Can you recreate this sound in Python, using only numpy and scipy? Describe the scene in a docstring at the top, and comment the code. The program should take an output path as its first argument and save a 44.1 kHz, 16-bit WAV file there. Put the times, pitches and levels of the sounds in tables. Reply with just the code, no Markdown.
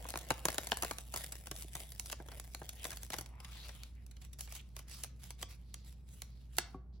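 """A long sticker is peeled off its glossy backing sheet, close to a two-port microphone.
Threads of glue break in a crackle, and the sheet buckles with snaps and soft thumps.
The sheet slides away with a hiss; fingers stretch the strip over a planner page and tack it down
with a few ticks and one sharp click. A low hum fills the small room, and near the end something
knocks softly on the desk."""
import sys
import numpy as np
from scipy import signal
from scipy.fft import rfft, irfft
from scipy.io import wavfile
from scipy.ndimage import uniform_filter1d

SR = 44100
rng = np.random.default_rng(int(sys.argv[2]) if len(sys.argv) > 2 else 0)


def wav_out(sig):
    """Save sig, one row per channel (or a flat mono array), as 16-bit PCM at SR to the path in sys.argv[1]."""
    wavfile.write(sys.argv[1], SR, np.round(np.clip(np.atleast_2d(sig).T, -1, 1) * 32767).astype(np.int16))


N = 308700  # 7 seconds


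def amp(db):
    """Turns decibels into a gain."""
    return 10 ** (np.asarray(db) / 20)


def unit(x):
    """Scales a signal to an average strength (rms) of 1."""
    return x / np.sqrt(np.mean(x ** 2) + 1e-20)


def read(points, hz):
    """Looks up a table by frequency, on a logarithmic axis."""
    f, value = np.transpose(points)
    return np.interp(np.log(hz + 1), np.log(f + 1), value)


def add(mix, s, sound):
    """Adds a sound to the mix at s seconds."""
    part = mix[:, max(round(s * SR), 0):][:, :sound.shape[1]]
    part += sound[:, :part.shape[1]]


def drift(hz):
    """A smooth random wobble, with up to about hz turns a second."""
    f = np.fft.rfftfreq(N, 1 / SR)
    return unit(irfft(rfft(rng.standard_normal(N)) * np.exp(-(f / hz) ** 2), N))


def follow(rows, column):
    """Joins one dB column into a gain over time that fades out beyond both ends."""
    s, db = np.transpose(rows)[[0, column]]
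    return amp(np.interp(np.arange(N) / SR, np.r_[s[0] - .04, s, s[-1] + .04], np.r_[-120, db, -120]))


def swells(rows, column, peak_share=.42):
    """Gain over time for hand movements: each speeds up, then eases off."""
    gain = np.zeros((1, N))
    for row in rows:
        start, length = row[:2]
        progress = np.interp(np.linspace(0, 1, int(length * SR)), [0, peak_share, 1], [0, .5, 1])
        add(gain, start, amp(row[column]) * np.sin(np.pi * progress)[None])
    return gain[0]


# where the hands are: t/s, place (1 = left with the sheet, below 0 = right over the page)
HAND_PATH = [(0, 1.2), (.8, 1.1), (2.2, .4), (3.2, .4), (3.6, 1.5), (4.3, -.7), (7, -.6)]
def place(s):
    """How far to the left the hands are at s seconds."""
    return np.interp(s, *np.transpose(HAND_PATH))


# how alike the microphone's two openings (ports) sound: f/Hz, likeness (1 = the same)
PORT_LIKENESS = [(50, 0.87), (300, 0.78), (1000, 0.67), (2500, 0.55), (4500, 0.4), (7000, 0.2),
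                 (9000, 0.94), (16000, 1)]
# how much earlier the right port hears: f/Hz, lead/s
RIGHT_LEAD = [(500, -.00004), (3500, -.00003), (5000, .00001), (7000, .00005), (8200, .000178),
              (16000, .000186)]
# the left port's head start for a sound at place 1: f/Hz, phase/rad
LEFT_LEAD = [(100, .1), (450, .3), (1000, .5), (2000, .8), (3500, 1), (5500, 0)]
PAN_DB = 1.6  # left minus right at place 1
def ports(pair, colour=None, left=0):
    """Two sounds become left and right: partly alike, earlier and louder on the nearer side."""
    size = pair.shape[1]
    hz, (a, b) = np.fft.rfftfreq(size, 1 / SR), rfft(pair)
    same = np.clip(read(PORT_LIKENESS, hz), 0, 1)
    shared, apart = a * np.sqrt((1 + same) / 2), b * np.sqrt((1 - same) / 2)
    phase = np.pi * hz * read(RIGHT_LEAD, hz) - left * read(LEFT_LEAD, hz) / 2
    turn = np.exp(1j * phase) * amp(-left * PAN_DB / 2)
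    spectrum = np.array([(shared + apart) / turn, (shared - apart) * turn])
    return irfft(spectrum * (1 if colour is None else amp(read(colour, hz))), size)


# the tones of the hum: f/Hz, level/dB, wander/Hz
HUM_TONES = [(59.02, -52.5, 1.213), (127, -67.5, 3)]
# the colour (how strong each frequency is) of the room's noise: f/Hz, level/dB
AIR_COLOUR = [(20, -21), (35, -9.5), (55, 4), (85, 0), (130, -2.5), (200, -7.5), (300, -17.5), (500, -25.5),
              (1000, -34.5), (3000, -51), (7000, -55.5), (16000, -53.5)]
def room_tone(air_db=-59):
    """A wavering low hum in soft, dull noise."""
    hum = 0
    for hz, db, wander in HUM_TONES:
        tone = np.sin(2 * np.pi * np.cumsum(hz + wander * drift(6)) / SR)
        hum += amp(db) * unit(tone * (1 + .049 * drift(7.6)))
    air = unit(ports(rng.standard_normal((2, N)), AIR_COLOUR))
    return hum * amp([[-.6], [.6]]) + amp(air_db) * air


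def crackle(per_s, spread_db, life_s, smooth):
    """Tiny bursts of uneven size over a smooth hiss."""
    sizes = amp(spread_db * np.minimum(rng.exponential(1, N), 4))
    clicks = sizes * (rng.random(N) < per_s / SR)
    power = signal.lfilter([1], [1, -np.exp(-2 / (life_s * SR))], clicks ** 2)
    return np.sqrt(power / power.mean() + smooth) * rng.standard_normal((2, N))


def flex(pair, depth_db=3, size=512):
    """As the sheet bends, its resonances wander and colour the sound in passing patches."""
    spectra = signal.stft(pair, nperseg=size)[2]
    patches = uniform_filter1d(rng.standard_normal(spectra.shape[1:]), size=5, axis=0)
    patches = unit(uniform_filter1d(patches, size=9, axis=1))
    return signal.istft(spectra * amp(depth_db * patches), nperseg=size)[1][:, :N]


# the steady pull on the sticker: t/s, glue level/dB, sheet level/dB
STEADY_PULL = [(0, -62, -55.5), (.4, -64, -58), (.62, -60, -57), (.95, -60, -62), (1.08, -61.5, -67),
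               (1.35, -59, -63), (1.45, -62.5, -66.5), (2.05, -62, -68), (2.23, -75, -69), (2.35, -66, -61),
               (2.48, -65, -71), (2.75, -64, -63), (3.1, -64, -69), (3.3, -76, -73)]
# tugs, in which it comes away faster: t/s, length/s, level/dB
QUICK_TUGS = [(.48, .1, -59), (.84, .1, -57), (1.12, .16, -51), (1.55, .09, -58), (1.72, .14, -57),
              (2.04, .1, -56), (2.81, .19, -54), (3.14, .08, -57)]
# colours of the breaking glue and the shaken sheet: f/Hz, level/dB
GLUE_COLOUR = [(800, -21), (2500, -10), (3500, 3), (4200, -4.5), (5200, 2), (6400, 0.5), (8500, 7),
               (12000, 3.5), (15500, 0.5), (17000, -8)]
SHEET_COLOUR = [(100, 9), (250, 1), (700, 8.5), (1200, -6.5), (2000, 3), (3500, -4), (6000, -14.5),
                (12000, -16)]
def peel(glue_trim_db=1, sheet_trim_db=-1, tug_shake_db=-4):
    """Threads of glue break in quick clumps and shake the backing sheet; tugs add to the pull."""
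    breaks = flex(crackle(per_s=620, spread_db=4.4, life_s=.0006, smooth=.3) * amp(2.3 * drift(45)))
    tugs = swells(QUICK_TUGS, 2)
    pull = follow(STEADY_PULL, 1) + tugs
    shake = follow(STEADY_PULL, 2) + tugs * amp(tug_shake_db)
    glue = unit(ports(breaks, GLUE_COLOUR, left=.6)) * pull * amp(glue_trim_db)
    sheet = unit(ports(breaks, SHEET_COLOUR, left=.6)) * shake * amp(sheet_trim_db)
    return glue + sheet + ticks(pull, 0, STEADY_PULL[-1][0])


def ticks(effort, start, end, per_s=9, offset_db=-.5, spread_db=3):
    """Now and then a thread of glue or a fibre snaps, louder the harder the pull or rub."""
    out, draws = np.zeros((2, N)), rng.random((100, 2))
    for when, strength in draws[:int(per_s * (end - start))]:
        s = start + when * (end - start)
        level_db = 20 * np.log10(effort[int(s * SR)] + 1e-9) + offset_db + spread_db * (2 * strength - 1)
        add(out, s, snap(level_db, body_db=-8, crack_db=4, ring=.002, left=place(s)))
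    return out


def ripple(hz, depth_db=3.8):
    """A bent sheet favours some frequencies: a gain with random hills and valleys."""
    lag, phase = rng.random((2, 10, 1))
    waves = np.cos(2 * np.pi * (hz * (.2485 + lag) / 1101 + phase))
    return amp(depth_db * unit(waves.sum(0)))


SHEET_HZ, SHEET_DB, PITCH_SCATTER = 720, 5, .13  # the sheet's main ring; bending shifts its pitch
def snap(level_db, body_db, crack_db, ring, left, size=2048, count=14):
    """A kink flips through the sheet: many bands ring at once, and the high ones die first."""
    hz = np.fft.rfftfreq(size, 1 / SR)
    t = np.maximum(np.arange(size) - 32, 0) / SR
    colour = [(120, body_db - 3), (370, body_db + 3.5), (1050, body_db + 5),
              (3300, .3), (9500, crack_db + .8), (16000, crack_db - 6.5)]
    centres = np.geomspace(140, 15000, count)
    bands = np.array([read(np.c_[centres, row], hz) for row in np.eye(count)])
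    ring_hz = SHEET_HZ * np.exp(PITCH_SCATTER * rng.standard_normal())
    bump = amp(SHEET_DB * np.exp(-(np.log((hz + 1) / ring_hz) / .16) ** 2))
    uneven = bump * ripple(hz)
    noise = irfft(rfft(rng.standard_normal((2, 1, size))) * np.sqrt(bands) * uneven, size)
    life = ring * .73 * (centres[:, None] / 3000) ** -.45
    rise = 1 - np.exp(-t / (.4 / centres[:, None] + .14 * ring))  # a slow buckle also starts slowly
    flutter = .07 * np.exp(-t / .0094)  # the sheet moves on weakly after the flip
    ringing = noise * rise * (np.exp(-t / life) + flutter)
    energy = (bands * (amp(level_db + read(colour, hz)) * bump) ** 2).sum(1)
    band_gain = np.sqrt(energy / (ringing ** 2).sum(2))
    return ports((ringing * band_gain[..., None]).sum(1), left=left)


# the paper buckles: t/s, level/dB, low boost/dB, high boost/dB, ring/s (scaled for each band)
BUCKLES = [(.0532, -66, 21, -7, .002), (.0875, -55, -3, 9, .005), (.098, -55, -15, 2, .0012),
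           (.1038, -50, -8, 5, .002), (.139, -47, 6, -13, .0012), (.1571, -46, 7, -6, .0012),
           (.1738, -52, 3, 10, .002), (.188, -59, -3, 8, .002), (.3044, -36.5, 7, -1.5, .0035),
           (.3099, -44, 10, -9, .0025), (.318, -51, 3, 2, .0047), (.4536, -39, 6.5, 9, .0026),
           (.4841, -37, 2, -4, .0033), (.5448, -52, 2, 2, .0023), (.5818, -37, 2, 0, .002),
           (.6701, -47, -2, 4, .003), (.7186, -28.5, -3.5, -18, .0018), (.7282, -44, 4, -13, .002),
           (.7711, -54, 5, 13, .0014), (.823, -42, -2, 5, .004), (.8319, -45, 10, 4, .0033),
           (.8474, -45, 5, 1, .0016), (.9104, -44.5, 6, 1, .0026), (.984, -45.5, -7, -2, .002),
           (1.139, -48, 6, 5, .006), (1.1609, -48, 2, 7, .004), (1.2626, -55, -14, 2, .003),
           (1.3212, -52, -2, 9, .008), (1.4698, -52, 0, 2, .003), (1.5129, -45.5, -3, 2, .004),
           (1.5632, -53, -13, 1, .0016), (1.6226, -54, -9, 6, .0017), (1.7522, -48, 2, 5, .0045),
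           (1.8019, -53, -10, 2, .003), (1.92, -56, -12, 5, .0025), (1.9967, -44.5, -12, 6, .0013),
           (2.099, -49, -5, -3, .0027), (2.1203, -48.5, -7, 2, .0034), (2.1266, -43.5, -1, -2, .0033),
           (2.2, -68, 19, -4, .006), (2.2851, -55, 0, -6, .0046), (2.316, -55, 2, -4, .009),
           (2.3982, -53, -1, 6, .002), (2.5478, -44, -6, -5, .0018), (2.6169, -65, 20, -9, .003),
           (2.6913, -45, -18, -1, .0027), (2.8418, -48, -5, 4, .0065), (2.8522, -43, 0, -5, .0021),
           (2.9164, -52, -6, 1, .003), (2.9285, -53, -1, -2, .006), (2.971, -50, -10, -1, .002),
           (3.0316, -56, -4, 9, .003), (3.1028, -48.5, 0, 0, .0028), (3.1196, -45, -14, -8, .012),
           (3.1325, -44.5, 3, -2, .005), (3.1403, -42, -4, -7, .0027), (3.1843, -46, -2, 3, .006),
           (3.21, -57, 2, 11, .005), (3.2603, -55, -8, -5, .003), (3.402, -55, -4, -5, .004),
           (3.4463, -47, -17, -12, .006), (3.6908, -50, -4, -11, .006), (3.834, -48, -20, -8, .002),
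           (4.064, -68, -12, 8, .003), (4.1112, -62, -10, -1, .007), (4.1668, -59, -17, -11, .005),
           (4.215, -58, -10, -4, .015), (4.3302, -59, -15, 3, .011), (4.3902, -58, -3, 6, .01),
           (4.4081, -51, -9, 8, .003), (4.475, -59, -3, -9, .0037), (4.5232, -55, -3, 4, .0034),
           (4.5498, -53, -10, 3, .012), (4.765, -53, -2, 3, .0037), (4.7919, -59, 1, 3, .003),
           (5.0356, -46, -10, 5, .0037), (5.044, -57, 2, 7, .004), (5.3058, -52, -4, 3, .001),
           (5.4272, -41.5, -5, -4, .0036), (5.7417, -50, -11, 1, .0027), (6.2193, -48, -10, 0, .0027),
           (6.5676, -60, -10, 10, .005), (6.5842, -32, -5, 1, .002)]
def buckles(strain_db=-11.5, build_s=.0035, size=1024):
    """Sheet and sticker buckle and snap; fibres fizz briefly as the strain builds before each."""
    out = np.zeros((2, N))
    swell = np.exp(-np.arange(size)[::-1] / (build_s * SR))
    for s, level_db, *shape in BUCKLES:
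        add(out, s - .0006, snap(level_db, *shape, place(s)))
        strain = unit(ports(rng.standard_normal((2, size)), FIBRE_COLOUR)) * swell
        add(out, s - size / SR, strain * amp(level_db + strain_db))
    return out


def blow(s, level_db, tones):
    """A struck object rings with a few tones; each drops 60 dB in its fade time."""
    t, out = np.arange(SR // 2) / SR, np.zeros((2, N))
    ring = sum((-1) ** k * amp(db) * np.exp(-np.log(1000) * t / fade_s) * np.sin(2 * np.pi * hz * t)
               for k, (hz, db, fade_s) in enumerate(tones))
    add(out, s, amp(level_db) * np.array([ring, ring]) * (1 - np.exp(-t / .0007)))
    return out


# the sheet's thumps: t/s, level/dB
THUMPS = [(.158, -45), (.309, -35), (.456, -39), (.832, -41), (1.161, -47), (1.513, -42), (1.646, -48),
          (1.752, -44), (2.2, -44), (2.285, -52), (2.617, -47), (2.89, -52), (3.103, -48), (3.135, -47),
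          (3.185, -44), (3.21, -51), (5.428, -53)]
# its low tones before bending shifts them: f/Hz, level/dB, fade/s
THUMP_TONES = [(122, -3, .1), (175, -6, .06), (300, 0, .045), (400, -3, .035), (660, -7, .03)]
def thumps():
    """The flexing sheet thumps softly, at a slightly different pitch each time."""
    bends = np.exp(PITCH_SCATTER * rng.standard_normal(len(THUMPS)))
    return sum(blow(s, db, np.array(THUMP_TONES) * [bend, 1, 1]) for (s, db), bend in zip(THUMPS, bends))


# strokes of a paper edge or fingertip: start t/s, end t/s, level/dB, start f/Hz, end f/Hz
EDGE_STROKES = [(2.76, 2.887, -56.5, 3180, 2700), (2.898, 2.946, -54, 1650, 1550),
                (3.252, 3.582, -65, 850, 1300), (3.312, 3.43, -69, 1900, 2300),
                (3.482, 3.722, -56.5, 3030, 4650), (3.78, 3.857, -65, 3000, 3100),
                (3.94, 4.05, -74, 2100, 2100), (4.467, 4.564, -63, 2200, 2900),
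                (4.58, 4.615, -57, 2700, 3100), (4.867, 5.018, -59, 5000, 4700),
                (5.2, 5.33, -69, 3400, 3400), (5.477, 5.558, -66, 4400, 4200), (5.6, 5.98, -72, 4250, 4250),
                (6.25, 6.495, -75, 4380, 4220), (6.922, 6.991, -75, 4400, 4600)]
def strokes(width_share=.46):
    """Tiny slips make the free length of paper ring; its pitch glides as the contact moves."""
    out, slips = np.zeros((2, N)), crackle(per_s=700, spread_db=3.5, life_s=.0008, smooth=.6)
    for start, end, db, start_hz, end_hz in EDGE_STROKES:
        drive = slips[:, int(start * SR):int(end * SR)]
        size = drive.shape[1]
        width_hz = width_share * (start_hz + end_hz) / 2
        decay = np.exp(-np.pi * width_hz / SR)
        glide = np.exp(2j * np.pi * np.cumsum(np.linspace(start_hz, end_hz, size)) / SR)
        # shift down, smooth, shift back: this keeps a band around the gliding pitch
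        swish = (glide * signal.lfilter([1], np.poly([decay, decay]), drive / glide)).real
        add(out, start, amp(db) * unit(ports(swish, left=place(start))) * np.sqrt(np.hanning(size)))
    return out


# paper rubs on paper or skin: t/s, length/s, hiss level/dB, page level/dB
PAPER_RUBS = [(3.39, .53, -63, -60), (4.2, .08, -67, -73), (4.38, .1, -55, -71), (4.48, .14, -55.5, -64),
              (4.75, .07, -62, -65), (4.87, .22, -57, -66.5), (5.19, .14, -61.5, -72),
              (5.38, .07, -61, -62), (5.48, .09, -63.5, -68), (5.84, .11, -64.5, -72),
              (6.06, .23, -67, -82), (6.52, .1, -65, -78), (6.62, .16, -75, -71)]
# colours of the hissing fibres and of the page: f/Hz, level/dB
FIBRE_COLOUR = [(1000, -23.5), (2800, -5.5), (4500, -3.5), (6500, -2), (8500, 0.5), (11000, -1),
                (15500, -4.5), (17000, -13.5)]
PAGE_COLOUR = [(150, -6.5), (400, -2), (900, -0.5), (1600, -2.5), (2600, -0.5), (4000, -5.5), (6000, -15.5),
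               (10000, -35.5)]
def slide(start=3.3, end=6.6, hiss_trim_db=.1, page_trim_db=-3):
    """Fibres catch and slip as paper slides, making a fine, soft hiss."""
    slips = flex(crackle(per_s=1500, spread_db=2.2, life_s=.0007, smooth=.8) * amp(1.7 * drift(35)))
    stir = [(s, -80.5, -79) for s in (start, end)]  # fingers faintly stir the strip between rubs
    effort = swells(PAPER_RUBS, 2) + follow(stir, 1)
    shake = swells(PAPER_RUBS, 3) + follow(stir, 2)
    hiss = unit(ports(slips, FIBRE_COLOUR)) * effort * amp(hiss_trim_db)
    page = unit(ports(slips, PAGE_COLOUR)) * shake * amp(page_trim_db)
    pan_db = PAN_DB * place(np.arange(N) / SR)
    return (hiss + page) * amp([pan_db / 2, -pan_db / 2]) + ticks(effort, start, end)


# the tones of the page: f/Hz, level/dB, fade/s
PAGE_TONES = [(345, -8, 0.07), (995, -1.5, 0.03), (1400, -4, .02), (1670, 0, .028), (2020, -1.5, .024),
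              (2280, -7, .03)]
def page_click():
    """Tacking the strip down sets the page ringing with one sharp click."""
    return blow(s=6.585, level_db=-30.5, tones=PAGE_TONES)


# the tones of the desk: f/Hz, level/dB, fade/s
DESK_TONES = [(168.6, -2, .09), (263, -1.5, .08), (379, -5, 0.19), (501, -21, 0.2), (760.4, -3, 0.045),
              (1126, -2, 0.05), (1572, -28, .08), (2400, -26, 0.05)]
def desk_knock():
    """A soft knock makes the desk ring briefly."""
    return blow(s=6.745, level_db=-42, tones=DESK_TONES)


# how long the echo takes to drop 60 dB: f/Hz, fade/s
ECHO_FADE = [(200, 1.3), (1000, 0.5), (3000, 0.32), (6000, 0.29), (10000, 0.14), (16000, 0.1)]
# the echo's strength: f/Hz, level/dB
ECHO_COLOUR = [(200, -18), (700, -14), (2000, -13), (6000, -11), (9000, -18), (16000, -31)]
# sound reaching the room, less while the sheet is held close: t/s, level/dB
ECHO_FEED = [(0, -3), (1, -2.5), (3.2, -1), (4.4, 0), (7, .5)]
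def room_echo(near, first_echo_s=.0047):
    """The room answers with a wash of echoes, each band dying at its own speed."""
    hz, t, noise = signal.stft(ports(rng.standard_normal((2, SR // 2))), SR, nperseg=256)
    onset = np.clip(t / first_echo_s - 1, 0, 1)
    fade = np.exp(-np.log(1000) * t / read(ECHO_FADE, hz)[:, None]) * onset
    fade *= amp(read(ECHO_COLOUR, hz))[:, None] / np.sqrt((fade ** 2).mean(1, keepdims=True) * SR / 2)
    tail = signal.istft(noise * fade, SR, nperseg=256)[1]
    return signal.fftconvolve(near[:1] * follow(ECHO_FEED, 1), tail, axes=1)[:, :N]


def scene():
    """Paper and desk, their echo and the room's hum."""
    steady = room_tone()
    near = buckles() + slide() + strokes() + page_click() + desk_knock() + peel() + thumps()
    return near + room_echo(near) + steady


def record(dry):
    """Cuts the highest treble, above 16500 Hz."""
    lowpass = signal.firwin(255, 16500, window=("kaiser", 9), fs=SR)
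    return signal.oaconvolve(dry, lowpass[None], "same")


dry = scene()
out = record(dry)
wav_out(out)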